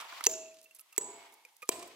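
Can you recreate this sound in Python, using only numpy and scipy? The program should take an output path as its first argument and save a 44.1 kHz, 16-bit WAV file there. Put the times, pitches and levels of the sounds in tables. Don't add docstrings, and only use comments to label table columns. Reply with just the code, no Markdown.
import sys
import numpy as np
from scipy import signal
from scipy.fft import rfft, irfft, next_fast_len
from scipy.io import wavfile

SR = 44100
rng = np.random.default_rng(int(sys.argv[2]) if len(sys.argv) > 2 else 0)


def to_linear_factor(level_db):
    exponent = np.asarray(level_db, float) / 20
    return 10 ** exponent


def to_wav(sig):
    pcm = np.clip(np.atleast_2d(sig), -1, 1) * 32767
    pcm = np.round(pcm).astype(np.int16)
    wavfile.write(sys.argv[1], SR, pcm.T)


N = 85995
OPPOSED = np.array([[1], [-1]])


def rms_one(x):
    return x / np.sqrt(np.mean(x ** 2) + 1e-20)


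def at_hz(points, hz):
    table_hz, value = np.transpose(points)
    return np.interp(np.log(hz), np.log(table_hz), value)


def drift(rate_hz):
    r = np.exp(-2 * np.pi * rate_hz / SR)
    settle = 20000
    wander = signal.lfilter([1], [1, -2 * r, r * r], rng.standard_normal(N + settle))
    return rms_one(wander[settle:])


def ring(push, hz, t60_s):
    r = to_linear_factor(-60 / (max(t60_s, .001) * SR))
    w = 2 * np.pi * hz / SR
    return signal.lfilter([0, np.sin(w)], [1, -2 * r * np.cos(w), r * r], push + 1e-18)


def add(out, start_s, x):
    i = int(start_s * SR)
    out[..., i:i + x.shape[-1]] += x[..., :N - i]


def filtered(x, order, hz, kind):
    return signal.sosfilt(signal.butter(order, hz, kind, fs=SR, output="sos"), x)


def wash(spectrum, gain):
    # frequency in Hz, likeness 0 to 1.
    likeness = [(60, 0.86), (300, 1), (1000, 0.5), (3000, 0.08), (10000, 0.14)]
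    out = 0
    edges_hz = 28 * 2 ** np.arange(0, 9.6, .5)
    white = rng.standard_normal((2, 2, N))
    for k, (low_hz, high_hz) in enumerate(zip(edges_hz, edges_hz[1:])):
        mid, side = filtered(white[k % 2], 2, [low_hz, high_hz], "band")
        hz = np.sqrt(low_hz * high_hz)
        alike = np.clip(at_hz(likeness, hz), 0, 1)
        stereo = np.sqrt(1 + alike) * mid + np.sqrt(1 - alike) * side * OPPOSED
        out = out + to_linear_factor(at_hz(spectrum, hz)) * gain(hz) * stereo
    return out


def air():
    # frequency in Hz, level in dB.
    air_colour = [(18, -67), (30, -39.5), (200, -17.5), (519, -12.5), (1800, -4.5), (2600, 0), (3380, -3.5),
                  (13400, -5.5), (15200, -14), (16500, -22.5)]
    return to_linear_factor(-70) * rms_one(wash(air_colour, lambda hz: 1))


def rustle():
    # time in seconds, level in dB.
    rustle_course = [(0, -48), (0.038, -55.5), (.12, -51.5), (.2, -51.5), (.225, -55.5), (.45, -75.5),
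                     (0.602, -89.5), (1.002, -67.5), (1.099, -64), (1.24, -60.5), (1.328, -68),
                     (1.499, -75), (1.558, -88), (1.7, -68.5), (1.8, -59), (1.95, -64)]
    # frequency in Hz, level in dB.
    rustle_colour = [(300, -30.5), (620, -14), (950, 0.5), (1600, -11.5), (2300, -3), (4500, -12.5),
                     (8000, -21), (15000, -25.5)]
    course = to_linear_factor(np.interp(np.arange(N) / SR, *np.transpose(rustle_course)))
    shared = drift(30)
    own = [drift(24) for _ in range(3)]
    patches = wash(rustle_colour, lambda hz: to_linear_factor(0.75 * shared + 2.0 * own[int(hz) % 3]))
    return course * to_linear_factor(3.0) * rms_one(patches)


def taps():
    # start in seconds, peak in dB, frequency in
    # Hz, t60 in seconds.
    knocks = [(.002, -37.5, 1160, 0.033), (0.1245, -36.5, 2420, 0.0028), (0.127, -38.5, 1380, 0.021),
              (0.2086, -30, 1295, 0.012), (0.2099, -37.5, 2080, 0.011), (0.2958, -31.5, 6500, 0.014),
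              (0.3128, -32.5, 7160, 0.055), (.338, -31, 6700, 0.032), (.345, -49, 2690, .03),
              (.46, -50, 2700, 0.041), (0.516, -58, 2530, 0.048), (0.658, -54, 2700, 0.051),
              (.71, -53.5, 2730, 0.044), (0.7933, -52.5, 2690, 0.029), (0.9266, -51.5, 2710, 0.049),
              (1.4501, -46, 2417, 0.026), (1.621, -44.5, 2420, 0.03), (1.6262, -40, 2430, 0.045),
              (1.6295, -40.5, 2395, 0.012), (1.8261, -45.5, 2380, 0.032), (.964, -48.5, 2600, 0.015),
              (1.012, -47, 6000, 0.046), (1.721, -40, 7740, 0.029), (1.0113, -31, 7825, 0.089)]
    # start in seconds, peak in dB, frequency in Hz, t60 in seconds.
    undertones = [(0.7928, -63, 1286, 0.11), (0.929, -64, 1258, 0.2), (1.451, -62, 498, 0.072),
                  (1.627, -43.5, 1221, 0.069), (1.628, -50, 490, 0.048), (1.828, -42, 1070, 0.04)]
    out = np.zeros(N)
    t = np.arange(SR // 5) / SR
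    for start_s, db, hz, t60_s in knocks + undertones:
        touch = np.exp(-t / 0.00021)
        scrape = rng.standard_normal(len(t)) * np.exp(-t / 0.0068)
        mode = ring(touch * np.cos(2 * np.pi * hz * t) + 0.18 * scrape, hz, t60_s)
        tick = signal.lfilter([.2, -.2], [1, -1.6, .68], scrape)
        add(out, start_s, to_linear_factor(db) * (mode / np.abs(mode).max() + 0.5 * tick))
    return out


def ticks():
    # start in seconds, peak in dB, centre in Hz, length in seconds.
    grit_ticks = [(.003, -32, 4300, 0.00072), (.009, -33, 5830, 0.0043), (.2085, -33, 8800, 0.00036),
                  (0.2406, -13, 6980, 0.00056), (0.242, -25, 6460, 0.0047), (.245, -29.5, 2200, 0.0024),
                  (0.248, -31, 9000, 0.0035), (0.2545, -31, 9500, 0.0014), (0.256, -32, 4500, .004),
                  (0.264, -13, 6200, 0.00035), (0.2656, -25, 6500, 0.0026), (.2966, -37, 9000, .004),
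                  (0.316, -32.5, 10000, 0.0054), (0.543, -45.5, 6200, 0.0034), (0.569, -47, 4470, .003),
                  (0.5865, -47.5, 4800, 0.0093), (0.615, -40.5, 7800, 0.00074),
                  (0.6287, -44.5, 10160, 0.0056), (0.6415, -41.5, 9620, 0.005), (0.71, -49, 9000, 0.0036),
                  (0.7495, -43, 8900, 0.008), (.764, -45.5, 9100, 0.0036), (0.7952, -32, 9000, 0.00077),
                  (0.9258, -41, 9800, 0.004), (0.963, -39, 6000, 0.0015), (1.01, -53, 8000, .003),
                  (1.323, -47.5, 9750, 0.01), (1.3395, -42, 11200, 0.0039), (1.4506, -40.5, 7200, 0.0025),
                  (1.488, -56, 3970, .004), (1.5665, -39.5, 10800, 0.002), (1.6206, -38, 9500, 0.0028),
                  (1.6256, -38.5, 8000, 0.005), (1.677, -46, 5400, 0.0013), (1.684, -42, 7800, 0.0058),
                  (1.716, -34, 3500, 0.01), (1.794, -34, 5760, 0.0035), (1.827, -34.5, 5600, 0.0035),
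                  (1.86, -47, 11500, .003), (1.875, -40, 9400, 0.004)]
    grains_per_s = 1500
    out = np.zeros((2, N))
    t = np.arange(SR // 16) / SR
    for start_s, db, hz, length_s in grit_ticks:
        hits = rng.random(len(t)) < grains_per_s / SR
        grains = rng.standard_normal((2, len(t))) * (.2 + .5 * hits)
        grains[:, 3] = 2
        fade = np.exp(-(t / max(2.06 * length_s, .0003)) ** 2)
        burst = filtered(grains * fade, 2, [hz / 2.02, min(hz * 1.7, 17000)], "band")
        add(out, start_s, to_linear_factor(db) * burst / np.abs(burst[0]).max())
    return out


def skids():
    # start in seconds, level in dB, centre in Hz, width in Hz, length in seconds.
    chip_skids = [(.006, -48, 1160, 350, 0.024), (0.019, -48.5, 960, 200, .011),
                  (0.041, -50.5, 1025, 300, 0.031), (0.2386, -35.5, 4240, 500, 0.0043),
                  (0.25, -39, 4500, 500, 0.0045), (0.251, -35, 8000, 600, 0.004),
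                  (0.7473, -51.5, 11100, 1200, 0.0062), (0.762, -58, 11200, 1500, 0.0094),
                  (0.787, -54, 10800, 1500, 0.0066), (0.798, -53, 11300, 1800, .008),
                  (0.8078, -51.5, 11200, 1510, 0.0086), (1.654, -63, 11000, 1500, .006)]
    out = np.zeros((2, N))
    t = np.arange(SR // 16) / SR
    for start_s, db, hz, width_hz, length_s in chip_skids:
        band_hz = [hz - width_hz / 2, hz + width_hz / 2]
        squeak = rms_one(filtered(rng.standard_normal((2, len(t))), 1, band_hz, "band"))
        add(out, start_s, to_linear_factor(db) * squeak * np.minimum(t / .001, 1) * np.exp(-(t / length_s) ** 3))
    return out


def clang(peaks, contact_s, crack_db):
    t = np.arange(SR // 8) / SR
    contact = t / contact_s * np.exp(1 - t / contact_s)
    push = rng.standard_normal(len(t))
    crack = filtered(push, 2, 1700, "high")
    out = to_linear_factor(crack_db) * crack * (contact + 0.48 * np.exp(-t / 0.0046)) / 2
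    for hz, t60_s, db in peaks:
        mode = ring(contact * (np.cos(2 * np.pi * hz * t) + 0.4 * push), hz, t60_s)
        out = out + to_linear_factor(db) * mode / np.abs(mode).max()
    return out


def thud(start_hz, end_hz, t60_s, db):
    rise_s, glide_s = 0.0016, 0.0064
    t = np.arange(SR // 8) / SR
    hz = end_hz + (start_hz - end_hz) * np.exp(-t / glide_s)
    swing = 2 * np.sin(2 * np.pi * np.cumsum(hz) / SR)
    return to_linear_factor(db - 60 * t / t60_s) * (1 - np.exp(-t / rise_s)) * swing


def hum(hz, width_hz):
    phase = 2 * np.pi * hz * np.arange(N) / SR
    steady = 6 * np.clip(1 - width_hz / 30, 0, 1)
    in_phase = (steady + drift(width_hz / 2)) * np.sin(phase)
    quadrature = drift(width_hz / 2) * np.cos(phase) * (1 - steady / 8)
    return rms_one(in_phase + quadrature)


def long_rings(rings):
    decay_bend = 1.743
    scatter = 0.33
    t = np.arange(N) / SR
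    centre, side = np.zeros(N), np.zeros(N)
    for hz, db, t60_s, swell_s, width_hz in rings:
        swell = 1 - np.exp(-(t / swell_s) ** 2)
        shape = to_linear_factor(db - 60 * (t / t60_s) ** decay_bend) * swell
        centre += shape * hum(hz, width_hz)
        side += scatter * min(width_hz / 300, 1) * shape * hum(hz, 2 * width_hz)
    return centre, side


def yard_echo(db, tilt_db):
    # frequency in Hz, level in dB.
    yard_colour = [(60, -3.5), (150, -7), (400, 10), (700, -2.5), (1500, -13), (5000, -17.5), (9000, -30.5),
                   (15000, -18.5)]
    # frequency in Hz, t60 in seconds.
    yard_decay = [(100, 0.74), (400, 0.84), (1000, 1), (2500, 0.92), (6000, 0.99), (15000, 0.17)]
    delay_s, swell_s = 0.012, 0.014
    t = np.arange(N) / SR
    rise = 1 - np.exp(-(np.maximum(t - delay_s, 0) / swell_s) ** 2)

    def gain(hz):
        treble_db = tilt_db * max(np.log2(hz / 1000), 0)
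        return rise * to_linear_factor(treble_db - 60 * t / at_hz(yard_decay, hz))

    return to_linear_factor(db + 10) * wash(yard_colour, gain)


def blows():
    # start in seconds, peak in dB, contact length in seconds, crack in dB.
    hammer_blows = [
        (0.2663, -7.5, 0.00064, -9),
        (0.979, -15.5, 0.00027, -3),
        (1.6905, -16.5, 0.00022, -1),
    ]
    side_lean = [0.0, -0.18, -0.12]
    # start in Hz, end in Hz, t60 in seconds, level in dB.
    rock_thuds = [(300, 500, 0.056, -22.5), (329, 460, 0.029, -11.5), (314, 524, 0.014, -0.5)]
    # frequency in Hz, t60 in seconds, level in dB.
    clang_1 = [(860, 0.014, -20.5), (1190, 0.018, -29.5), (2030, 0.022, -31), (2683, 0.024, -20.5),
               (4680, 0.013, -21), (5920, 0.0085, -4.5), (6410, 0.0045, -3.5), (7020, 0.024, -10),
               (12700, 0.0087, -27.5)]
    clang_2 = [(833, 0.0052, -14), (2220, 0.0079, -14.5), (6260, 0.0064, -11), (6940, 0.032, -12.5),
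               (7840, 0.025, -1.5), (12200, 0.015, -21)]
    clang_3 = [(1007, 0.014, -9.5), (2380, 0.028, -16.5), (3140, 0.035, -21.5), (5980, 0.013, -8.5),
               (7220, 0.014, -7.5), (7820, 0.011, 0.5), (8980, 0.012, -10), (13100, 0.017, -11)]
    # frequency in Hz, level in dB, t60 in seconds, swell in seconds, width in Hz.
    ring_1 = [(643.5, -47, 0.69, 0.026, 2), (895, -59.5, 0.44, 0.014, 150), (7140, -42, 0.41, 0.021, 450),
              (6400, -45, 0.43, 0.028, 900), (2690, -57.5, 0.64, 0.053, 230),
              (5690, -48.5, 0.28, 0.027, 700), (7570, -63, .4, 0.022, 360), (401, -48.5, 0.39, .02, 150)]
    ring_2 = [(680, -52, 0.65, 0.14, 6.7), (988, -54, 0.48, 0.013, 16), (2203, -60.5, 0.96, .15, 120),
              (7825, -45.5, 0.42, 0.032, 170), (7130, -46, 0.38, 0.025, 510),
              (414, -53.5, 0.57, 0.0293, 52), (879, -58.5, 1.11, 0.0294, 210),
              (7850, -56.5, 0.55, 0.024, 400), (6200, -65.5, 0.28, .02, 590)]
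    ring_3 = [(680, -51.5, 0.6, 0.022, 72), (1019, -52, 0.44, 0.013, 104), (2436, -59, 0.53, 0.011, 310),
              (7980, -49, 0.4, 0.027, 1200), (325.4, -49.5, 0.45, 0.067, 70),
              (12800, -65, 0.22, 0.034, 510), (8800, -55, 0.25, 0.03, 650)]
    # level in dB, treble tilt in dB per octave.
    yard_answers = [(-53, 6), (-52, 2.5), (-48.5, 4.5)]
    clangs, rings = (clang_1, clang_2, clang_3), (ring_1, ring_2, ring_3)
    clang_side_db = -19
    near, leaning, far = np.zeros(N), np.zeros(N), np.zeros((2, N))
    for k, (start_s, db, contact_s, crack_db) in enumerate(hammer_blows):
        direct = to_linear_factor(db) * clang(clangs[k], contact_s, crack_db)
        add(near, start_s, direct + to_linear_factor(db) * thud(*rock_thuds[k]))
        add(leaning, start_s, side_lean[k] * direct)
        side_clang = clang(clangs[k][2:], contact_s, crack_db)
        add(far, start_s, to_linear_factor(db + clang_side_db) * side_clang * OPPOSED)
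        ring_centre, ring_side = long_rings(rings[k])
        add(near, start_s, ring_centre)
        add(far, start_s, ring_side * OPPOSED)
        add(far, start_s, yard_echo(*yard_answers[k]))
    return near, far + ports(leaning) * OPPOSED


def ports(x):
    # frequency in Hz, left lead in radians.
    port_phase = [(400, 0.25), (1000, -0.81), (2500, -1.1), (6000, -1.44), (15000, -1.2)]
    # frequency in Hz, left minus right in dB.
    port_gap = [(300, 1.5), (1000, -2), (3000, -3.5), (8000, -2), (15000, -2)]
    size = next_fast_len(N + 2048)
    hz = np.maximum(np.arange(size // 2 + 1) * SR / size, 10)
    half = to_linear_factor(at_hz(port_gap, hz) / 2) * np.exp(.5j * at_hz(port_phase, hz))
    spectrum = rfft(x, size)
    return np.array([irfft(spectrum * h, size)[:N] for h in (half, 1 / half)])


def scene():
    grit_side_db, grit_pan_db, near_cut_hz = -12, -3.5, 274
    near, far = blows()
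    centre, side = ticks() + skids()
    chips = ports(centre) + to_linear_factor(grit_side_db) * side * OPPOSED
    chips = chips * to_linear_factor(OPPOSED * grit_pan_db / 2)
    close = filtered(ports(near + taps()) + chips, 3, near_cut_hz, "high")
    return close + far + rustle() + air()


def top_cut(x):
    return signal.sosfilt(signal.butter(12, 16700, fs=SR, output="sos"), x)


def record(dry):
    topped = signal.sosfilt(signal.cheby2(10, 50, 16750, fs=SR, output="sos"), dry)
    mix = filtered(topped, 1, 120, "high")
    return top_cut(mix)


dry = scene()
out = record(dry)
to_wav(out)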